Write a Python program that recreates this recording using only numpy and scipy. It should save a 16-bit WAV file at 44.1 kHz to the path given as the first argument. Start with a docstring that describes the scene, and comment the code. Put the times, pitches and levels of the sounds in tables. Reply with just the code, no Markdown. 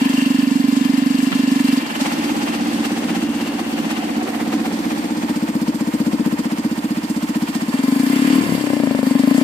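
"""A single-cylinder motorcycle is heard first at a fast idle; it drops to a slow idle, then two throttle blips rise,
the second still rising at the end. Each firing excites decaying silencer modes, a cracking wave front and the frame.
Whir, hiss, fin rattle, valve ticks, intake gulps and rasp are shaped noise or short rings timed by the crank.
The microphone pair moves from the tail to the seat and down to the silencer, changing levels, colour and panning."""
import sys
import numpy as np
from scipy import signal
from scipy.fft import rfft, irfft, next_fast_len
from scipy.io import wavfile

SR = 44100
rng = np.random.default_rng(int(sys.argv[2]) if len(sys.argv) > 2 else 0)


def transcribe(signal):
    """Save signal, clipped to [-1, 1], as a 16-bit WAV file at the path in sys.argv[1]."""
    frames = np.atleast_2d(signal).T
    limited = np.clip(frames, -1, 1)
    pcm = np.round(limited * 32767).astype(np.int16)
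    wavfile.write(sys.argv[1], SR, pcm)


N = 415863
T = np.arange(N) / SR   # s

# States: 0 pulling, 1 idle from above, 2 idle close by, 3 throttle shut, 4 stumbling just after it shuts.
# Places: 0 tail, 1 seat, 2 silencer at idle, 3 silencer during the blips. One cycle holds one firing.

# Crank speed: time_s, firings_per_s
SPEED = [(0.0, 24.64), (0.6, 23.46), (1.42, 24.36), (1.59, 23.52), (1.68, 23.81), (2.19, 16.45),
         (3.82, 15.9), (4.36, 16.12), (4.56, 15.9), (6.26, 15.43), (7.12, 15.57), (7.46, 15.42),
         (7.62, 14.77), (7.84, 22.3), (8.26, 36.7), (8.37, 37.8), (8.5, 35.07), (8.66, 32.23), (8.78, 30.1),
         (8.86, 26.83), (9.17, 23.07), (9.43, 31.8)]
# Engine state, neighbours cross-fading: time_s, state
SPELLS = [(0, 0), (1.79, 0), (1.8, 1), (1.99, 1), (2.0, 0), (2.04, 0), (2.05, 1), (4.95, 1), (5.45, 2),
          (7.6, 2), (7.8, 0), (8.39, 0), (8.4, 4), (8.53, 4), (8.62, 3), (9.04, 3), (9.05, 0), (9.43, 0)]
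# Listening place, neighbours cross-fading: time_s, place
PLACES = [(0, 0), (1.8, 0), (2.1, 1), (4.9, 1), (5.5, 2), (7.6, 2), (7.9, 3), (9.43, 3)]
# Delay of left behind right, of which each source takes a share: time_s, lag_samples
LAG = [(0, 19.5), (2.7, 19), (3.2, -6), (4.1, 17.5), (4.9, -19.5), (9.43, -11)]
FIRST_FIRING = .37   # cycles before the first firing
IDLE_PER_S, FAST_IDLE_PER_S = 16, 24.5   # firings per s

# Spectrum of the hand's rumble: frequency_hz, density_db_per_hz
HANDLING = [(12, -52), (20, -22), (43, -12), (80, -15), (110, -2), (140, -14), (240, -120)]
HANDLING_DB, CUTOFF_HZ = -57, 15650

# Engine at the microphones: time_s, whir_db at slow idle speed, left_right_db
ENGINE = [(0, -33, 0.5), (.6, -35.5, 2.5), (.95, -35, 5.5), (1.3, -34.5, 3.5), (1.95, -32, 0.5),
          (2.06, -28, 0), (2.7, -28.5, 0.5), (3.4, -31.5, 1.3), (4.0, -30.5, 1), (4.4, -32.5, -1),
          (5.0, -30.5, -0.8), (5.8, -33, -2), (7.7, -32, -3), (7.95, -33.5, 0), (8.2, -32.5, -1),
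          (8.45, -34, -2.5), (8.8, -36, 0), (9.15, -34, -1), (9.43, -33, 2)]
# Whir spectrum before the casing: frequency_hz, density_db_per_hz
WHIR = [(210, -69), (350, -12.5), (663, -6), (749, -5.5), (1020, -7.5), (1240, -9.5), (1760, -10.5),
        (2490, -12), (2760, -15.5), (3300, -14.5), (4290, -20), (7260, -120)]
# Hiss spectrum before the casing: frequency_hz, density_db_per_hz
HISS = [(1760, -48), (3000, -7.5), (3820, -8), (4460, -3), (6000, -7.5), (8260, -9), (9690, -11.5),
        (12800, -14.5), (14900, -7.5), (15800, -41)]
# Casing resonances, broad humps and shadows: frequency_hz, width_hz, lift_db at each of the four places
CASING = [(1040, 42, 9.5, 1.3, 4.5, 12), (1730, 62, 10.5, 1, -6, 8), (1822, 49, 7, 4, 9.5, 7),
          (2080, 80, 8, 4.1, 2.5, 9.5), (2334, 51, 10.5, 2.4, 0, 9.5), (3800, 1400, 2, 0.5, -3, -2),
          (4560, 77, 1, 5, 1, 3), (6060, 1200, 0, 2.2, -1.5, -3.5), (7340, 110, 9, 5.7, 6, 5),
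          (8300, 170, 7.5, 6.9, 5.5, 6), (10600, 4700, 1, 2.1, -0.2, 2)]
# Whir swell above and below its mean in each cycle: depth_db per state
SWELL_DB = [1.05, 1.8, 3, 0.72, 0.36]
# Stroke-to-stroke variation of whir and intake, scaled through the stroke: spread_db per place
CLATTER_DB = [0.7, 1.0, 0.7, 0.8]
# Hiss jump: lead_s on the firing, strength (ratio), one row per state
PUFF = [(0.0065, 1.82), (0.0035, 0.71), (0.006, 1.36), (0.0013, 1.27), (0.0013, 1.6)]
# Borders between the low, middle and high bands of the hiss: frequency_hz
HISS_SPLITS_HZ = [5600, 9500]
WHIR_DB_PER_OCTAVE, HISS_UNDER_WHIR_DB = 3.5, 4   # whir and hiss both grow with speed
# Fin rattle, hidden as the microphones sink beside the silencer: time_s, level_db re whir before a 9 dB cut
RATTLE = [(0, 6), (.12, 7.5), (.45, 7), (.7, 2), (1.2, 5), (1.45, 4.5), (1.75, 4.5), (2.1, -3), (4.0, 1),
          (4.7, -21), (5.8, -12), (7.8, -4.5), (8.25, 0), (9.43, -4)]
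# Fin rattle spectrum: frequency_hz, density_db_per_hz
FINS = [(2450, 2), (2680, 12), (2775, 16.0), (2900, 8.5), (3300, 7.5)]
# Valve ticks: share_of_cycle after firing, frequency_hz, t60_s, share_of_fin_shading, level_db re whir at each place
VALVES = [(0.21, 890, 0.0095, 0, 2, 1, 3, 3), (0.44, 2800, 0.004, 0.98, 1, 0, 2, 2),
          (0.4, 1740, 0.015, 0.96, 5, 0, 5, 6), (0.012, 6800, 0.0072, 0, -11, -11, -5, -11),
          (0.14, 5080, 0.04, 0, -4, -14, -8, -9), (0.17, 3590, 0.04, 0, -2, -10, -9, -9),
          (0.18, 4590, 0.045, 0, -1, -12, -4, -5), (0.1, 7320, 0.02, 0, -7, -15, -7, -12),
          (0.86, 2800, 0.025, 1.6, -5, -1, 0, -2)]
# Filter box, loudest from above the seat: time_s, intake_db, resonance_hz
INTAKE = [(0, -35.5, 920), (.9, -52, 950), (1.3, -42, 1017), (1.8, -43, 900), (2.06, -30, 840),
          (2.7, -33, 770), (3.4, -35.5, 793), (4.2, -29, 724), (4.9, -34.5, 776), (5.5, -36.5, 920),
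          (7.8, -39.5, 898), (8.2, -44, 932), (8.36, -32, 1040), (8.65, -40, 905), (9.05, -38, 940),
          (9.43, -57, 805)]
# Second, lower filter-box resonance: level_db per place
LOW_INTAKE_DB = [-20, -6.5, -7.5, -5.5]
LOW_INTAKE_RATIO = 0.677   # lower resonance / main resonance
# Flat intake noise: frequency_hz, density_db_per_hz
INTAKE_AIR = [(300, 0), (3000, 0)]
# Rasp of gas at the outlet when revved: time_s, level_db
RASP = [(7.8, -60), (8.0, -46), (8.25, -29.5), (8.4, -33), (8.6, -47), (8.9, -50), (9.15, -38), (9.43, -42)]
# Rasp spectrum: frequency_hz, density_db_per_hz
RASP_COLOUR = [(800, -20), (1100, -7), (1800, 1), (2600, 1), (3300, -3), (4200, -19)]

# Unburnt gas popping in the pipe: time_s, onset_db
AFTERBURN = [(1.318, -16), (1.327, -17), (1.864, -24), (2.05, -22), (4.211, -28), (4.402, -28)]
# Pop spectrum: frequency_hz, density_db_per_hz
POP = [(130, 23.5), (500, -2.0), (1000, 6.0), (1900, 3), (3300, 2), (5000, -12), (9000, -31)]
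# Turbulent gas relative to the note: level_db per state
RUMBLE_DB = [-19, -6, -15, -17, -7]
# Turbulent gas spectrum: frequency_hz, density_db_per_hz
RUMBLE = [(120, -27.5), (180, -5.5), (230, -6.5), (300, -6.0), (345, -7.5), (420, -18.5), (600, -20.5)]
# Tailpipe bark and its repeat: time_s, resonance_hz, repeat_after_s, repeat_db
BARK = [(0, 445, 0.0088, -6), (1.8, 460, 0.0078, -1.1), (5.4, 470, 0.012, 6), (7.6, 460, 0.011, 4),
        (8.0, 448, 0.0056, -8), (8.352, 440, 0.0056, 5), (8.6, 540, 0.0048, -18), (8.85, 600, 0.0059, -20),
        (9.05, 520, 0.005, -21), (9.25, 595, 0.0069, -20), (9.43, 620, 0.0063, -18)]
CRACK_LAG_S = .0012
# Exhaust at the microphones: time_s, level_db re the state's note, crack_db re the note, left_right_db
EXHAUST = [(0, -0.5, -22.5, 0.5), (.5, 0.1, -28, -4), (1.75, -0.5, -28, -1.3), (1.9, -6, -15, -2),
           (2.05, -0.3, -36, -0.5), (3.15, 1.3, -25, -1.5), (3.8, -1.3, -22, -1.1), (4.9, -0.2, -21, -1.5),
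           (5.4, 0.5, -21.5, .6), (6.3, 1.2, -19, 3.5), (6.75, -0.5, -24, -2), (7.6, -1, -28, 1.5),
           (7.8, -1.5, -19.5, 2.5), (8.38, 4.5, -21, 5.5), (8.43, 2.5, -17, 6), (8.66, 1, -9, 7.5),
           (8.86, 5.5, -9.5, 8), (9.035, 0.8, -8, 7), (9.06, 0, -15.5, 4.5), (9.43, 2, -15.5, 8)]
# Exhaust note before the place level: level_db per state
NOTE_DB = [-15, -22, -20.5, -22, -23]
# Firing-to-firing variation: spread_db per state
UNEVEN_DB = [0.72, 0.99, 1.3, 0.7, 1.6]
# Firings unlike their neighbours: time_s, level_db, late_s
ODD_FIRINGS = [(1.309, -8, 0.00059), (2.2, 3.5, 0.00082), (4.17, 3, 0.002), (8.52, 4, 0.0012),
               (8.735, 1, -.001), (8.985, -0.5, 0.0024), (9.025, 1.5, 0.0025)]
# Silencer modes of alternating sign, before warmth, speed and decay factors: frequency_hz, t60_s, level_db per state
SILENCER = [(72, 0.045, -17, -11.5, -18, -10, -20), (133.5, 0.035, -35, -59, -39.5, -32, -19),
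            (177, 0.021, -13, -44, -13, -20, -2.5), (196, 0.026, -40, -18, -9.5, -40, -14.5),
            (222.5, 0.092, -6.5, -10, -5.5, -11.5, -8.5), (279.6, 0.081, 1.7, -10.5, -4.5, -5.5, -9.5),
            (294, 0.084, -4.5, -4.5, -0.5, -31, -7.5), (313.1, 0.13, -54, -8.5, -9, -40, -12)]
# Excitation, one row per state: blow_down_lag_s, piston_push_lag_s after it, push_strength (ratio),
# warmth_pitch_factor (ratio), valve_abruptness_hz
STATES = [(-.0023, 0.013574, -0.29, 1.0113, 550), (-.0026, .0097, -0.65, 1.007, 370),
          (-.0021, 0.01157, 0.39, 1.009, 320), (-.0026, 0.0053, -0.14, 0.96, 430),
          (-.0026, 0.01097, 0.55, 1.05, 360)]
# Factor on silencer decay times: ratio per state
RING_ON = [0.86, 1.45, 1.01, 1.5, 0.97]
# Pitch rise above fast idle: share_per_octave of speed, per state
RISE_PER_OCTAVE = [0.069, .11, .11, 0.25, 0.092]
# Speed at which flow begins to damp the ring: firings_per_s per state
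FLOW_FROM_PER_S = [24.1, 24.5, 24.5, 28.8, 29.6]
# Flow damping for each octave above that speed: damping_db_per_s per state
FLOW_DAMPING_DB_PER_S = [460, 452, 452, 300, 300]
# Frame and shield modes shaken by each firing: frequency_hz, t60_s, level_db per state
FRAME = [(80.2, 0.3, -36, -32, -27.5, -33, -25), (136, 0.13, -42, -42, -34, -28, -24.5),
         (460, 0.051, -74, -44, -36.5, -36, -28)]


def amp(db):
    """Decibels are a logarithmic ratio of amplitudes."""
    return 10 ** (np.asarray(db) / 20)


def rms_one(x):
    """Root-mean-square normalization: scale the signal to unit rms."""
    return x / np.sqrt(np.mean(x ** 2) + 1e-20)


def in_time(rows):
    """Linear interpolation turns the columns of a table into curves in time."""
    s, *columns = np.transpose(rows)
    return [np.interp(T, s, column) for column in columns]


def by_row(schedule, values):
    """Linear cross-fading moves between the values chosen by a schedule."""
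    s, index = np.transpose(schedule)
    return np.interp(T, s, np.take(values, index.astype(int)))


def by_state(values):
    """Cross-fading follows one value per engine state."""
    return by_row(SPELLS, values)


def by_place(values):
    """Cross-fading follows one value per listening place."""
    return by_row(PLACES, values)


def drift(rate_hz):
    """A first-order random process wanders slowly: 60 unit-rms knots per second, joined by lines."""
    knots = rng.standard_normal(int(T[-1] * 60) + 2)
    memory = np.exp(-2 * np.pi * rate_hz / 60)
    wander = rms_one(signal.lfilter([1], [1, -memory], knots))
    return np.interp(T * 60, np.arange(len(knots)), wander)


def coloured(spectrum, alike, through_casing=False):
    """Spectral shaping colours unit-rms stereo noise; a shared part sets coherence, the casing adds resonances."""
    size = next_fast_len(N)
    hz = np.arange(size // 2 + 1) * SR / size + 1e-3
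    corner_hz, corner_db = np.transpose(spectrum)
    density_db = np.interp(np.log(hz), np.log(corner_hz), corner_db, -90, -90)
    shared, left, right = rng.standard_normal((3, size))
    noise = np.sqrt(alike) * shared + np.sqrt(1 - alike) * np.array([left, right])
    lines = rfft(noise) * amp(density_db)
    if not through_casing:
        return rms_one(irfft(lines, size)[:, :N])
    out = 0
    for k, here in enumerate(np.eye(4)):
        lift_db = sum(row[2 + k] / (1 + (2 * (hz - row[0]) / row[1]) ** 2) for row in CASING)
        out = out + by_place(here) * irfft(lines * amp(lift_db), size)[:, :N]
    return rms_one(out)


def damped(hz, t60, length=.3):
    """A damped oscillator rings as a sine whose unit envelope falls 60 dB in t60 seconds."""
    t = T[:int(length * SR)]
    return np.sin(2 * np.pi * hz * t) * amp(-60 * t / t60)


def strike(times, sizes, response):
    """Linear superposition: convolution starts a scaled response at each impulse."""
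    clicks = np.zeros(N)
    inside = (times >= 0) & (times < T[-1])
    clicks[(times[inside] * SR).astype(int)] = sizes[inside]
    return signal.oaconvolve(clicks, response)[:N]


def placed(x, pan_db, lag_share):
    """Level and arrival-time differences between two microphones give direction."""
    left, right = np.broadcast_to(x, (2, N))
    samples = np.arange(N)
    late = np.interp(samples - lag_share * in_time(LAG)[0], samples, left)
    return np.array([late * amp(pan_db / 2), right * amp(-pan_db / 2)])


def crank():
    """Phase is the time integral of rate: return cycles run and firings per second."""
    rate = in_time(SPEED)[0]
    return np.cumsum(rate) / SR - FIRST_FIRING, rate


def at_share(cycles, share):
    """Inverting the phase curve gives the times at which a share of each cycle is passed."""
    return np.interp(np.arange(int(cycles[-1]) + 1) + share, cycles, T, right=99)


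def clipped_chance(shape):
    """A normal distribution clipped at 1.6 limits random extremes."""
    return np.clip(rng.normal(0, 1, shape), -1.6, 1.6)


def handling():
    """Vibration of the hand reaches the microphones as low-frequency noise."""
    return amp(HANDLING_DB) * coloured(HANDLING, 0.8)


def stroke_variation(cycles):
    """Cycle-to-cycle variation gives each stroke a level offset in dB, greatest near the intake stroke."""
    chance = clipped_chance(400)[np.floor(cycles + .58).astype(int) + 1]
    stroke = np.exp(2.0 * (np.cos(2 * np.pi * (cycles - .92)) - 1))
    return by_place(CLATTER_DB) * chance * (0.32 + 2.4 * stroke)


def gas_hiss(cycles, rate, swell):
    """Amplitude modulation: three bands of one gas noise jump around each firing and decay exponentially."""
    lead, jump = map(by_state, np.transpose(PUFF))
    led_cycles = cycles + lead * rate
    since_s = (led_cycles % 1) / rate
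    chance = clipped_chance((400, 4))[np.floor(led_cycles).astype(int) + 1]
    puff = jump * (1 - np.exp(-since_s / 0.0022)) * np.exp(-since_s / 0.039)
    rest, hiss = coloured(HISS, 0.046, True), 0
    for k, split_hz in enumerate([*HISS_SPLITS_HZ, None]):
        band = rest
        if split_hz:
            band = signal.sosfiltfilt(signal.butter(4, split_hz, fs=SR, output="sos"), rest)
        rest = rest - band
        strength = amp(1.2 * chance[:, 0] + 2.2 * chance[:, 1 + k])   # common and separate variation
        hiss = hiss + (0.77 + puff * strength) * amp(1.1 * drift(16)) * band
    return rms_one(hiss * swell ** 0.89)


def fin_rattle(rattle_db, swell):
    """Amplitude modulation makes narrow-band fin noise swell with the cycle."""
    level = amp(rattle_db - 9.0 + 1.7 * drift(4.4))
    return level * swell ** 1.12 * coloured(FINS, 0.11)


def valve_ticks(cycles, rattle_db):
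    """Impact excitation: short damped modes are struck at fixed crank phases."""
    ticks = 0
    for share, tick_hz, t60, shaded, *tick_db in VALVES:
        times = at_share(cycles, share)
        level_db = np.interp(times, T, by_place(tick_db) + shaded * rattle_db)
        sizes = amp(level_db + 3 * clipped_chance(len(times)))
        ticks = ticks + strike(times, sizes, damped(tick_hz, t60, .05))
    return ticks


def intake(cycles, level_db, centre_hz, width_hz=75, gulp_db=10):
    """Cavity resonance: air noise gulps late in each cycle through two moving filter-box resonances."""
    white, box = coloured(INTAKE_AIR, alike=0.13), 0
    r = np.exp(-np.pi * width_hz / SR)
    for ratio, mode_db in (1, 0), (LOW_INTAKE_RATIO, by_place(LOW_INTAKE_DB)):
        out, state = np.zeros((2, N)), np.zeros((2, 2))
        for i in range(0, N, 512):   # the resonance moves block by block
            poles = [1, -2 * r * np.cos(2 * np.pi * ratio * centre_hz[i] / SR), r * r]
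            out[:, i:i + 512], state = signal.lfilter([1, 0, -1], poles, white[:, i:i + 512], zi=state)
        box = box + amp(mode_db) * rms_one(out)
    opening = np.exp(1.5 * (np.cos(2 * np.pi * (cycles - .9)) - 1))
    gulp = amp(gulp_db * opening + 0.46 * drift(46))
    return amp(level_db) * rms_one((box + 0.53 * white) * gulp)


def rasp(cycles):
    """Turbulent outlet flow makes rough noise, modulated to peak just after each firing."""
    beat = amp(1.8 * np.cos(2 * np.pi * (cycles - .15)) + 1.5 * drift(25))
    return amp(in_time(RASP)[0]) * rms_one(beat * coloured(RASP_COLOUR, 0.17))


def engine(cycles, rate):
    """Superposition joins whir, hiss, rattle, ticks, intake and rasp under one crank."""
    idle_db, pan_db = in_time(ENGINE)
    whir_db = idle_db + WHIR_DB_PER_OCTAVE * np.log2(rate / IDLE_PER_S)
    rattle_db, = in_time(RATTLE)
    uneven_db = stroke_variation(cycles)
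    cycle_db = by_state(SWELL_DB) * np.cos(2 * np.pi * (cycles - .92))
    swell = amp(cycle_db + uneven_db + 0.37 * drift(4.8))
    whir = rms_one(swell * coloured(WHIR, 0.22, True))
    mechanical = whir + fin_rattle(rattle_db, swell) + valve_ticks(cycles, rattle_db)
    hiss = amp(whir_db - HISS_UNDER_WHIR_DB) * gas_hiss(cycles, rate, swell)
    gulps = amp(uneven_db / 2) * intake(cycles, *in_time(INTAKE))
    both = amp(whir_db) * mechanical + hiss + gulps + rasp(cycles)
    return placed(both, pan_db, lag_share=0.87)


def afterburn():
    """Late combustion in the pipe gives broad noise bursts with exponential decay."""
    s, onset_db = np.transpose(AFTERBURN)
    shape = strike(s, amp(onset_db), amp(-60 * T[:4000] / 0.05))
    return shape * coloured(POP, alike=0.24)


def gas_rumble(note_db):
    """Turbulent gas excites low-frequency noise in the silencer."""
    return amp(note_db + by_state(RUMBLE_DB) + 0.8 * drift(1.9)) * coloured(RUMBLE, alike=0.8)


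def bark(firings, sizes):
    """A steep blow-down front excites short outlet modes; the main ring repeats after a delay."""
    out = np.zeros(N + SR)
    s, *columns = np.transpose(BARK)
    curves = [np.interp(firings, s, column) for column in columns]
    for at, size, hz, again, again_db in zip(firings, sizes, *curves):
        ring = damped(hz, 0.039, .04)
        front = ring + amp(11.5) * damped(530, 0.0043, .04) + amp(4.5) * damped(910, 0.0014, .04)
        for lag, sound in (0, front), (again, amp(again_db) * ring):
            start = min(int((at + CRACK_LAG_S + lag) * SR), N)
            out[start:start + len(ring)] += size * sound / np.linalg.norm(front)
    return out[:N]


def lay(times, sizes, response, rises, damping_db):
    """Time compression raises each response's pitch, while flow adds exponential damping in dB per second."""
    out, steps = np.zeros(N + SR), np.arange(len(response))
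    for s, size, rise, loss_db in zip(times, sizes, rises, damping_db):
        if size and s < T[-1]:
            faster = np.interp(steps * (1 + rise), steps, response, right=0)
            start = int(s * SR)
            out[start:start + len(steps)] += size * faster * amp(-loss_db * steps / SR)
    return out[:N]


def silencer_ring(k, warmth, abrupt_hz):
    """Modal synthesis sums damped silencer modes, softened by valve opening and weak bass radiation."""
    ring = 0
    for m, row in enumerate(SILENCER):
        sign = -(-1) ** m
        ring = ring + sign * amp(row[2 + k]) * damped(row[0] * warmth, row[1] * RING_ON[k])
    r = np.exp(-2 * np.pi * abrupt_hz / SR)
    ring = signal.lfilter([(1 - r) ** 2], [1, -2 * r, r * r], ring)   # the valve opens gradually
    return signal.lfilter(*signal.butter(2, 100, "high", fs=SR), ring)   # a narrow outlet radiates bass poorly


def exhaust(cycles, rate):
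    """Impulsive excitation: blow-down and piston push ring the silencer and the firing shakes the frame."""
    heard_db, crack_db, pan_db = in_time(EXHAUST)
    note_db = heard_db + by_state(NOTE_DB)
    firings = at_share(cycles, 0)
    size_chance, push_chance = rng.normal(0, 1, (2, len(firings)))
    size = np.interp(firings, T, amp(note_db) / np.sqrt(rate / SR))   # equal mean power at any speed
    size = size * amp(np.interp(firings, T, by_state(UNEVEN_DB)) * size_chance)
    for s, odd_db, late_s in ODD_FIRINGS:
        odd = np.argmin(abs(firings - s))
        size[odd] *= amp(odd_db)
        firings[odd] += late_s
    spell_s, spell = np.transpose(SPELLS)
    firing_rate = np.interp(firings, T, rate)
    octaves = np.maximum(np.log2(firing_rate / FAST_IDLE_PER_S), 0)
    note = 0
    for k, (lag, push_lag, push, warmth, abrupt_hz) in enumerate(STATES):
        ring = silencer_ring(k, warmth, abrupt_hz)
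        late = np.r_[np.zeros(int(push_lag * SR)), ring][:len(ring)]
        scale = size * np.interp(firings, spell_s, spell == k) / np.linalg.norm(ring + push * late)
        shaken = sum(amp(row[2 + k]) * damped(row[0], row[1]) for row in FRAME)
        flow_octaves = np.maximum(np.log2(firing_rate / FLOW_FROM_PER_S[k]), 0)
        flow_db = FLOW_DAMPING_DB_PER_S[k] * flow_octaves
        rise = RISE_PER_OCTAVE[k] * octaves
        starts, push_size = firings + lag, scale * push * amp(0.5 * push_chance)
        note = note + lay(starts, scale, ring, rise, flow_db)
        note = note + lay(starts, push_size, late, rise, flow_db)
        note = note - strike(starts, scale, shaken)
    crack = bark(firings, size * np.interp(firings, T, amp(crack_db)))
    return placed(note + crack + gas_rumble(note_db) + afterburn(), pan_db, lag_share=0.48)


def scene():
    """Linear superposition adds engine and exhaust driven by the same crank."""
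    cycles, rate = crank()
    return engine(cycles, rate) + exhaust(cycles, rate)


def record(dry):
    """Transduction rounds peaks, loses deep bass, adds hand rumble and cuts the top."""
    rounded = 1.6 * np.tanh(dry / 1.6)
    lean = signal.sosfilt(signal.butter(4, 135, "high", fs=SR, output="sos"), rounded)
    lean = lean + handling()
    return signal.sosfilt(signal.cheby2(16, 80, CUTOFF_HZ, fs=SR, output="sos"), lean)


dry = scene()
out = record(dry)
transcribe(out)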